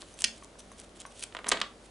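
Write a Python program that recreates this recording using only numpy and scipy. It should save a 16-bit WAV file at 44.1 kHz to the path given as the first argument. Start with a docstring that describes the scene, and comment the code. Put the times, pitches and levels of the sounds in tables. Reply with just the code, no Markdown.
"""Breaking a ring out of a plastic sheet

Fingers bend a stiff sheet on a table. A bridge of plastic cracks, the small ring's edge scrapes and
tears along the sheet in stick-slip bursts, then the freed sheet buckles and flaps back. Each impact
is a pulse, most followed by damped modes. Bracelets chink; the room adds a short echo, hum and hiss."""
import sys
import numpy as np
from scipy import signal
from scipy.fft import rfft, irfft
from scipy.io import wavfile
from scipy.ndimage import uniform_filter1d

SR = 44100
rng = np.random.default_rng(int(sys.argv[2]) if len(sys.argv) > 2 else 0)


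def transcribe(u):
    """Save the signal u as a 16-bit wav file named by the first command-line argument.

    u: samples, shape (n,) or (channels, n), limited to [-1, 1]; the rate is SR.
    q: integer samples, one column per channel.
    """
    v = np.clip(np.atleast_2d(u).T, -1, 1)
    q = np.round(v * 32767).astype(np.int16)
    wavfile.write(sys.argv[1], SR, q)


N = 83790
LOWEST_HZ, TOP_HZ = 136, 11000  # the sound thins out below the first; the band ends at the second


def undb(db):
    """Decibels express an amplitude ratio on a logarithmic scale."""
    return 10 ** (np.asarray(db) / 20)


def curve(table, hz):
    """Interpolation on a logarithmic frequency axis gives a table's value between its rows."""
    table_hz, values = np.array(table, float).T
    return np.interp(np.log(np.maximum(hz, 1)), np.log(table_hz), values)


def shape(x, colour):
    """Filtering multiplies a signal's spectrum by a gain curve."""
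    hz = np.fft.rfftfreq(len(x), 1 / SR)
    return irfft(rfft(x) * undb(curve(colour, hz)), len(x))


def whiten(x, width_hz):
    """Spectral whitening levels out chance humps broader than the given width."""
    spectrum = rfft(x, 2 * len(x))
    bins = max(int(width_hz * 2 * len(x) / SR), 1)
    power = uniform_filter1d(np.abs(spectrum) ** 2, bins)
    return irfft(spectrum * np.sqrt(power.mean() / power))[:len(x)]


def click(colour, bass_hz=None, treble_hz=None, size=1024):
    """A minimum-phase pulse is the most compact causal one with a given spectrum; its peak is 1."""
    hz = np.maximum(np.fft.rfftfreq(size, 1 / SR), 20)
    gain = undb(curve(colour, hz)) / np.sqrt(1 + (hz / TOP_HZ) ** 20) / np.hypot(1, (LOWEST_HZ / hz) ** 2)
    if bass_hz:
        high_pass = hz / np.hypot(hz, bass_hz)
        low_pass = 1 / np.hypot(1, (hz / treble_hz) ** 4)
        gain *= high_pass * np.hypot(low_pass, undb(-16.5))  # some treble remains above the corner
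    cepstrum = irfft(np.log(gain))[:size // 2]
    cepstrum[0] /= 2
    pulse = irfft(np.exp(rfft(2 * cepstrum, size)))
    return pulse / np.abs(pulse).max()


def resonate(modes, waver=0, waver_s=0.011):
    """Free vibration is a sum of damped modes; their pitch wavers by a fraction if the part flexes."""
    t = np.arange(SR // 4) / SR
    out = np.zeros(len(t))
    for hz, db, t60 in modes:
        drift = np.interp(t / waver_s, np.arange(256), rng.standard_normal(256))
        cycles = hz * (t + waver * np.cumsum(drift) / SR)
        out += undb(db - 60 * t / t60) * np.sin(2 * np.pi * cycles)
    return out


def flutter(pulse, tail_db, t60):
    """Bending waves run about in the plastic, giving a pulse a diffuse tail that dies quickly."""
    t = np.arange(SR // 10) / SR
    response = rng.standard_normal(len(t)) * undb(-60 * t / t60) * (t > 1 / 4000)
    response *= undb(tail_db) / np.linalg.norm(response)
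    response[0] = 1  # the direct pulse
    return signal.fftconvolve(whiten(response, width_hz=310), pulse)


def disperse(x, delay_at_1khz_s=0.000572):
    """Dispersion: bending waves carry the treble to the edge first, so a click becomes a falling chirp."""
    hz = np.fft.rfftfreq(len(x), 1 / SR)
    phase_lag = 4 * np.pi * delay_at_1khz_s * np.sqrt(1000 * hz)
    return irfft(rfft(x) * np.exp(-1j * phase_lag), len(x))


def add(out, start, sound):
    """Superposition: a sound adds to the mix from its start in seconds."""
    i = max(int(round(start * SR)), 0)
    out[i:i + len(sound)] += sound[:max(N - i, 0)]


# Spectrum of the room noise. Each row: frequency in Hz, relative spectral density in dB.
AIR_COLOUR = [(22, -16), (40, -8), (62, -11), (85, -4.5), (135, -12), (210, -5), (330, -7), (600, -8),
              (850, -14.5), (1500, -19.5), (2500, -23), (4000, -24.5), (11000, -29)]
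# Its stereo width. Each row: frequency in Hz, side level against mid in dB.
AIR_WIDTH = [(50, -19.5), (250, -17.5), (1000, -5), (4000, -4), (11000, -16.5)]

def air(noise_db=-54.5, hum_hz=49.4, hum_db=-63):
    """The noise floor of the room is steady broadband noise plus one low tone."""
    mid, side = (shape(white, AIR_COLOUR) for white in rng.standard_normal((2, N)))
    stereo = mid + np.array([[1], [-1]]) * shape(side, AIR_WIDTH)
    hum = np.sqrt(2) * np.sin(2 * np.pi * (hum_hz * np.arange(N) / SR + rng.random()))
    return undb(noise_db) * stereo / mid.std() + undb(hum_db) * hum


# Decay of the room. Each row: frequency in Hz, reverberation time in seconds.
ROOM_DECAY = [(200, 0.43), (800, 0.23), (2100, 0.25), (5500, 0.23), (11000, 0.28)]
# Spectrum of the echo. Each row: frequency in Hz, gain in dB.
ECHO_COLOUR = [(100, -0.5), (220, 3.5), (450, 3), (1000, 4.5), (3000, -2), (5000, -4.5), (7500, -3.5),
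               (11000, -10)]
# Its stereo width. Each row: frequency in Hz, side level against mid in dB.
ECHO_WIDTH = [(200, -24), (500, -28), (1200, -10.5), (3000, -5), (9000, -8.5)]

def room(onset_s=0.0034):
    """Reverberation: dense reflections build up and decay exponentially, the bass lasting longest."""
    t = np.arange(SR // 2) / SR
    hz = np.fft.rfftfreq(len(t), 1 / SR)
    build_up = 1 - np.exp(-(t / onset_s) ** 2)
    tails = []
    for noise in rng.standard_normal((2, len(t))):
        tail = np.zeros(len(t))
        for centre_hz, t60 in ROOM_DECAY:
            band = curve([(f, f == centre_hz) for f, _ in ROOM_DECAY], hz)
            tail += irfft(rfft(noise) * band, len(t)) * undb(-60 * t / t60)
        tail = signal.fftconvolve(whiten(tail, width_hz=77) * build_up, click(ECHO_COLOUR))
        tails.append(tail / np.linalg.norm(tail))
    mid, side = tails
    return mid + np.array([[1], [-1]]) * shape(side, ECHO_WIDTH)


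# Bracelets touch as the hands shift. Each row: start in seconds, level in dB.
BRACELET_CHINKS = [(0.1400, -43.5), (0.4360, -45.5), (0.589, -45), (0.594, -42.5), (0.603, -49),
                   (0.717, -46), (1.0625, -43), (1.065, -45.5)]
# Modes of a link. Each row: frequency in Hz, level in dB, time to fall 60 dB in seconds.
LINK_MODES = [(3900, -11.5, 0.02), (6010, -6, 0.021), (6300, -10.5, 0.037), (8500, -9.5, 0.028),
              (9830, -6.5, 0.032), (10840, -11, 0.022)]

def chinks(pitch_spread=0.019):
    """Metal links ring at slightly different natural frequencies, damped by the wrist."""
    out = np.zeros(N)
    detunings = 1 + pitch_spread * rng.standard_normal((len(BRACELET_CHINKS), len(LINK_MODES)))
    for (start, db), ratios in zip(BRACELET_CHINKS, detunings):
        modes = [(hz * ratio, level, t60) for (hz, level, t60), ratio in zip(LINK_MODES, ratios)]
        add(out, start, undb(db) * resonate(modes, waver=0.0314))  # jostling blurs the pitch
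    return out


# Fingertips knock the sheet against the table. Each row: start in seconds, level in dB.
SHEET_KNOCKS = [(0.027, -47), (0.4250, -43), (0.556, -52), (0.717, -44), (1.0527, -36.5)]
# Spectrum of a knock. Each row: frequency in Hz, gain in dB.
KNOCK_SPECTRUM = [(100, -15), (600, -2.5), (1100, 0), (1600, -1), (2500, -5), (4000, -18), (11000, -45)]
# Modes of the held sheet. Each row: frequency in Hz, level in dB, time to fall 60 dB in seconds.
HELD_MODES = [(830, -26, 0.076), (1128, -3, 0.055), (1533, -14, 0.041)]

def knocks():
    """A soft impact carries little treble; the held sheet's damped modes give it a slight pitch."""
    out = np.zeros(N)
    for start, db in SHEET_KNOCKS:
        add(out, start, undb(db) * flutter(click(KNOCK_SPECTRUM), tail_db=3.5, t60=0.011))
        add(out, start, undb(db) * resonate(HELD_MODES))
    return out


# Ticks of the ring's edge and fingernails. 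Each row: start in seconds, level in dB, centre in Hz.
EDGE_TICKS = [(0.0163, -33, 3840), (0.02, -26, 3900), (0.1902, -28, 3150), (0.2081, -22, 8900),
              (0.2097, -33, 2720), (0.2205, -14.5, 7400), (0.446, -33.5, 7040), (0.7835, -37, 7800),
              (0.7938, -35.5, 3800), (0.7999, -28, 8800), (0.8940, -43, 3400), (1.0026, -28.5, 7600),
              (1.018, -33, 7000), (1.195, -28, 8400), (1.2267, -26, 3000), (1.2380, -18, 9100),
              (1.4910, -16, 10000), (1.4989, -19, 7000), (1.533, -24, 7360), (1.6027, -24.5, 3700)]

def ticks(skirt_ratio=1.42, skirt_db=-9):
    """Tiny contacts hardly ring, so each has one broad spectral peak about its own frequency."""
    out = np.zeros(N)
    for start, db, hz in EDGE_TICKS:
        colour = [(LOWEST_HZ, -24), (hz / skirt_ratio, skirt_db), (hz, 0), (hz * skirt_ratio, skirt_db)]
        add(out, start, undb(db) * flutter(click(colour), tail_db=-6, t60=0.0059))
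    return out


def grains(spread_db, bands=11, band_slips_per_s=2500):
    """Shot noise: tiny slips occur at random, each sounding in one of several overlapping bands."""
    band_position = np.linspace(0, bands - 1, N // 2 + 1)
    out = np.zeros(N)
    for k in range(bands):
        slips = (rng.random(N) < band_slips_per_s / SR) * rng.choice([-1, 1], N)
        strengths = undb(spread_db * rng.standard_normal(N))
        band = np.cos(np.pi / 2 * np.minimum(np.abs(band_position - k), 1))
        out += irfft(rfft(slips * strengths) * band, N)
    return out / out.std()


# Plastic scrapes on plastic, and skin rubs in the long, faint swells. Each row: release in seconds, swell time
# in seconds, rms level in dB.
SCRAPES_AND_RUBS = [(0.012, 0.007, -46), (0.135, 0.17, -57.5), (0.198, 0.027, -48.5), (0.210, 0.011, -42),
                    (0.223, 0.024, -43.5), (0.385, 0.06, -55), (0.447, 0.079, -60), (0.606, 0.018, -49.5),
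                    (0.74, 0.093, -64), (0.803, 0.038, -52.5), (0.817, 0.021, -53), (0.847, 0.014, -52.5),
                    (0.974, 0.02, -53), (1.0075, 0.0043, -46), (1.018, 0.028, -46), (1.125, 0.028, -56),
                    (1.178, 0.039, -53.5), (1.212, 0.044, -48), (1.2265, 0.0038, -38.5), (1.240, 0.018, -36.5),
                    (1.512, 0.018, -51), (1.865, 0.039, -57.5)]
# Spectrum of a scrape. Each row: frequency in Hz, gain in dB.
SCRAPE_SPECTRUM = [(200, -26.5), (1200, -9.5), (2200, -5.5), (3100, 2), (4800, -4.5), (6500, -2),
                   (9500, -0.5), (11000, -6)]
# The last bridge tears. Each row: release in seconds, swell time in seconds, rms level in dB.
BRIDGE_TEARS = [(1.4865, 0.0032, -29), (1.4915, 0.0046, -19)]
# Spectrum of a tear. Each row: frequency in Hz, gain in dB.
TEAR_SPECTRUM = [(200, -11), (4000, -17), (5300, -5), (6400, 0.5), (7200, -5), (8000, 0.5), (9100, -3),
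                 (9900, 2.5), (11000, -1)]

def friction(bursts, colour, spread_db, release_s=0.0012):
    """Stick-slip friction: dense grains swell with the pull and stop when the edge lets go."""
    t = np.arange(N) / SR
    power = np.zeros(N)
    for release, swell_s, db in bursts:
        rise = (t - release) / swell_s
        log_envelope = np.where(t < release, rise * np.hypot(1, rise), (release - t) / release_s)
        power += (undb(db) * np.exp(log_envelope)) ** 2
    pulse = click(colour)
    return signal.fftconvolve(grains(spread_db) * np.sqrt(power), pulse / np.linalg.norm(pulse))[:N]


# The released sheet slaps the table. Each row: start in seconds, level in dB.
TABLE_SLAPS = [(1.5193, -21), (1.5316, -23.5), (1.5348, -22.5), (1.5929, -30)]
# Spectrum of a slap. Each row: frequency in Hz, gain in dB.
SLAP_SPECTRUM = [(60, -27), (200, -1), (600, -7), (1500, -1.5), (3000, -6), (11000, -36.5)]
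# Modes a slap excites. Each row: frequency in Hz, level in dB, time to fall 60 dB in seconds.
SLAP_RESONANCES = [(212.5, -23.5, 0.33), (283, -24, 0.12), (434, -27, 0.16), (629, -27, 0.065),
                   (671, -26, 0.084)]

def slaps():
    """Elastic recoil throws the sheet against the table, and the impact excites low modes."""
    out = np.zeros(N)
    for start, db in TABLE_SLAPS:
        add(out, start, undb(db) * flutter(click(SLAP_SPECTRUM), tail_db=0, t60=0.033))
        add(out, start, undb(db) * resonate(SLAP_RESONANCES))
    return out


# The sheet buckles. Each row: start in seconds, level in dB, bass corner in Hz, treble corner in Hz.
BUCKLING_POPS = [(1.3242, -38.5, 1500, 3900), (1.3490, -24.5, 786, 2170), (1.3676, -24.5, 1100, 3800),
                 (1.3894, -29.5, 590, 2370), (1.4438, -27.5, 900, 3020), (1.4627, -30.5, 400, 2200),
                 (1.4669, -25, 600, 2500), (1.4682, -24.5, 1200, 7300), (1.4790, -28.5, 496, 2300),
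                 (1.5055, -29, 400, 3380), (1.5159, -10.5, 710, 9100), (1.5185, -6, 606, 8700),
                 (1.52, -15.5, 312, 3780), (1.5229, -11, 587, 6660), (1.5240, -31.5, 500, 3200),
                 (1.5723, -23, 710, 4060), (1.615, -10.5, 1520, 5430), (1.6166, -21.5, 2230, 4700),
                 (1.6185, -28.5, 503, 3360)]
# Spectrum of a pop. Each row: frequency in Hz, gain in dB.
POP_SPECTRUM = [(80, -6.5), (220, 3.5), (600, 0), (800, -2.5), (1100, 1.5), (1450, -2), (1950, -0.5),
                (2500, -4), (3100, 0.5), (3900, -2), (4700, -5), (5500, -9.5), (7800, -5.5), (11000, -14.5)]
# Modes of the bent sheet. Each row: frequency in Hz, level in dB, time to fall 60 dB in seconds.
BENT_MODES = [(996, -39, .15), (1020, -45, 0.12), (1243, -30, 0.061), (1735, -42, 0.16), (1950, -40, 0.14),
              (2960, -41, 0.071), (2990, -22.5, 0.04), (3800, -28, 0.045)]

def pops():
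    """Snap-through buckling flips the sheet's shape; gentle flips are duller, small ones thinner."""
    out = np.zeros(N)
    for start, db, bass_hz, treble_hz in BUCKLING_POPS:
        pulse = click(POP_SPECTRUM, bass_hz, treble_hz)
        modes = [(hz, level - 10 * np.log10(1 + (hz / treble_hz) ** 2), t60)
                 for hz, level, t60 in BENT_MODES]
        add(out, start, undb(db) * flutter(pulse, tail_db=2, t60=0.017))
        add(out, start, undb(db) * resonate(modes, waver=0.016))
    return disperse(out)


# The plastic bridge breaks. Each row: start in seconds, level in dB.
BRIDGE_CRACKS = [(0.2413, -4.5), (0.2439, -3.5), (0.246, -6.5), (0.2471, -19)]
# Spectrum of a crack. Each row: frequency in Hz, gain in dB.
CRACK_SPECTRUM = [(100, -40), (300, -20), (1000, -25), (1400, -13), (1850, 0.5), (2250, -5.5), (2800, 3.5),
                  (3900, -3.5), (5000, 4), (5700, -2), (6300, 0), (7200, -6.5), (9600, -3.5),
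                  (11000, -13.5)]
# Modes of the small ring. Each row: frequency in Hz, level in dB, time to fall 60 dB in seconds.
SMALL_RING_MODES = [(227.4, -41, 0.37), (1610, -54, 0.22), (1837, -48, .2), (2778, -50, 0.15),
                    (3030, -59, 0.11), (3980, -38, 0.084), (4400, -44, 0.17), (4744, -48, 0.11),
                    (5170, -51, 0.078), (6013, -42, .1)]

def cracks():
    """Fracture releases the bridge's strain in quick steps, each exciting the modes of the ring."""
    out = np.zeros(N)
    for start, db in BRIDGE_CRACKS:
        add(out, start, undb(db) * flutter(click(CRACK_SPECTRUM), tail_db=-3.5, t60=0.012))
        add(out, start, undb(db) * resonate(SMALL_RING_MODES, waver=0.0037))
    return disperse(out)


def place(x, echo, left_db, room_db):
    """A level difference between channels locates the direct sound; convolution adds the room's echo."""
    direct = x * undb(np.array([[left_db], [-left_db]]) / 2)
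    return direct + undb(room_db) * signal.fftconvolve(x[None], echo, axes=1)[:, :N]


def scene():
    """All sources share one room and add linearly over its noise floor."""
    echo = room()
    return (place(cracks(), echo, left_db=-2.0, room_db=-13.0)
            + place(pops(), echo, left_db=-1.5, room_db=-13.5)
            + place(slaps(), echo, left_db=1.0, room_db=-6.5)
            + place(ticks(), echo, left_db=2.5, room_db=-13.5)
            + place(knocks(), echo, left_db=0.5, room_db=-14.5)
            + place(chinks(), echo, left_db=2.5, room_db=-6.0)
            + place(friction(SCRAPES_AND_RUBS, SCRAPE_SPECTRUM, spread_db=5), echo, left_db=-2.4, room_db=-13)
            + place(friction(BRIDGE_TEARS, TEAR_SPECTRUM, spread_db=2.5), echo, left_db=1, room_db=-19.5)
            + air())


def record(dry):
    """Band limiting: a steep low-pass filter removes the top octave."""
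    low_pass = signal.firwin(121, TOP_HZ + 50, fs=SR, window=("kaiser", 4))
    return signal.fftconvolve(dry, low_pass[None], mode="same", axes=1)


dry = scene()
out = record(dry)
transcribe(out)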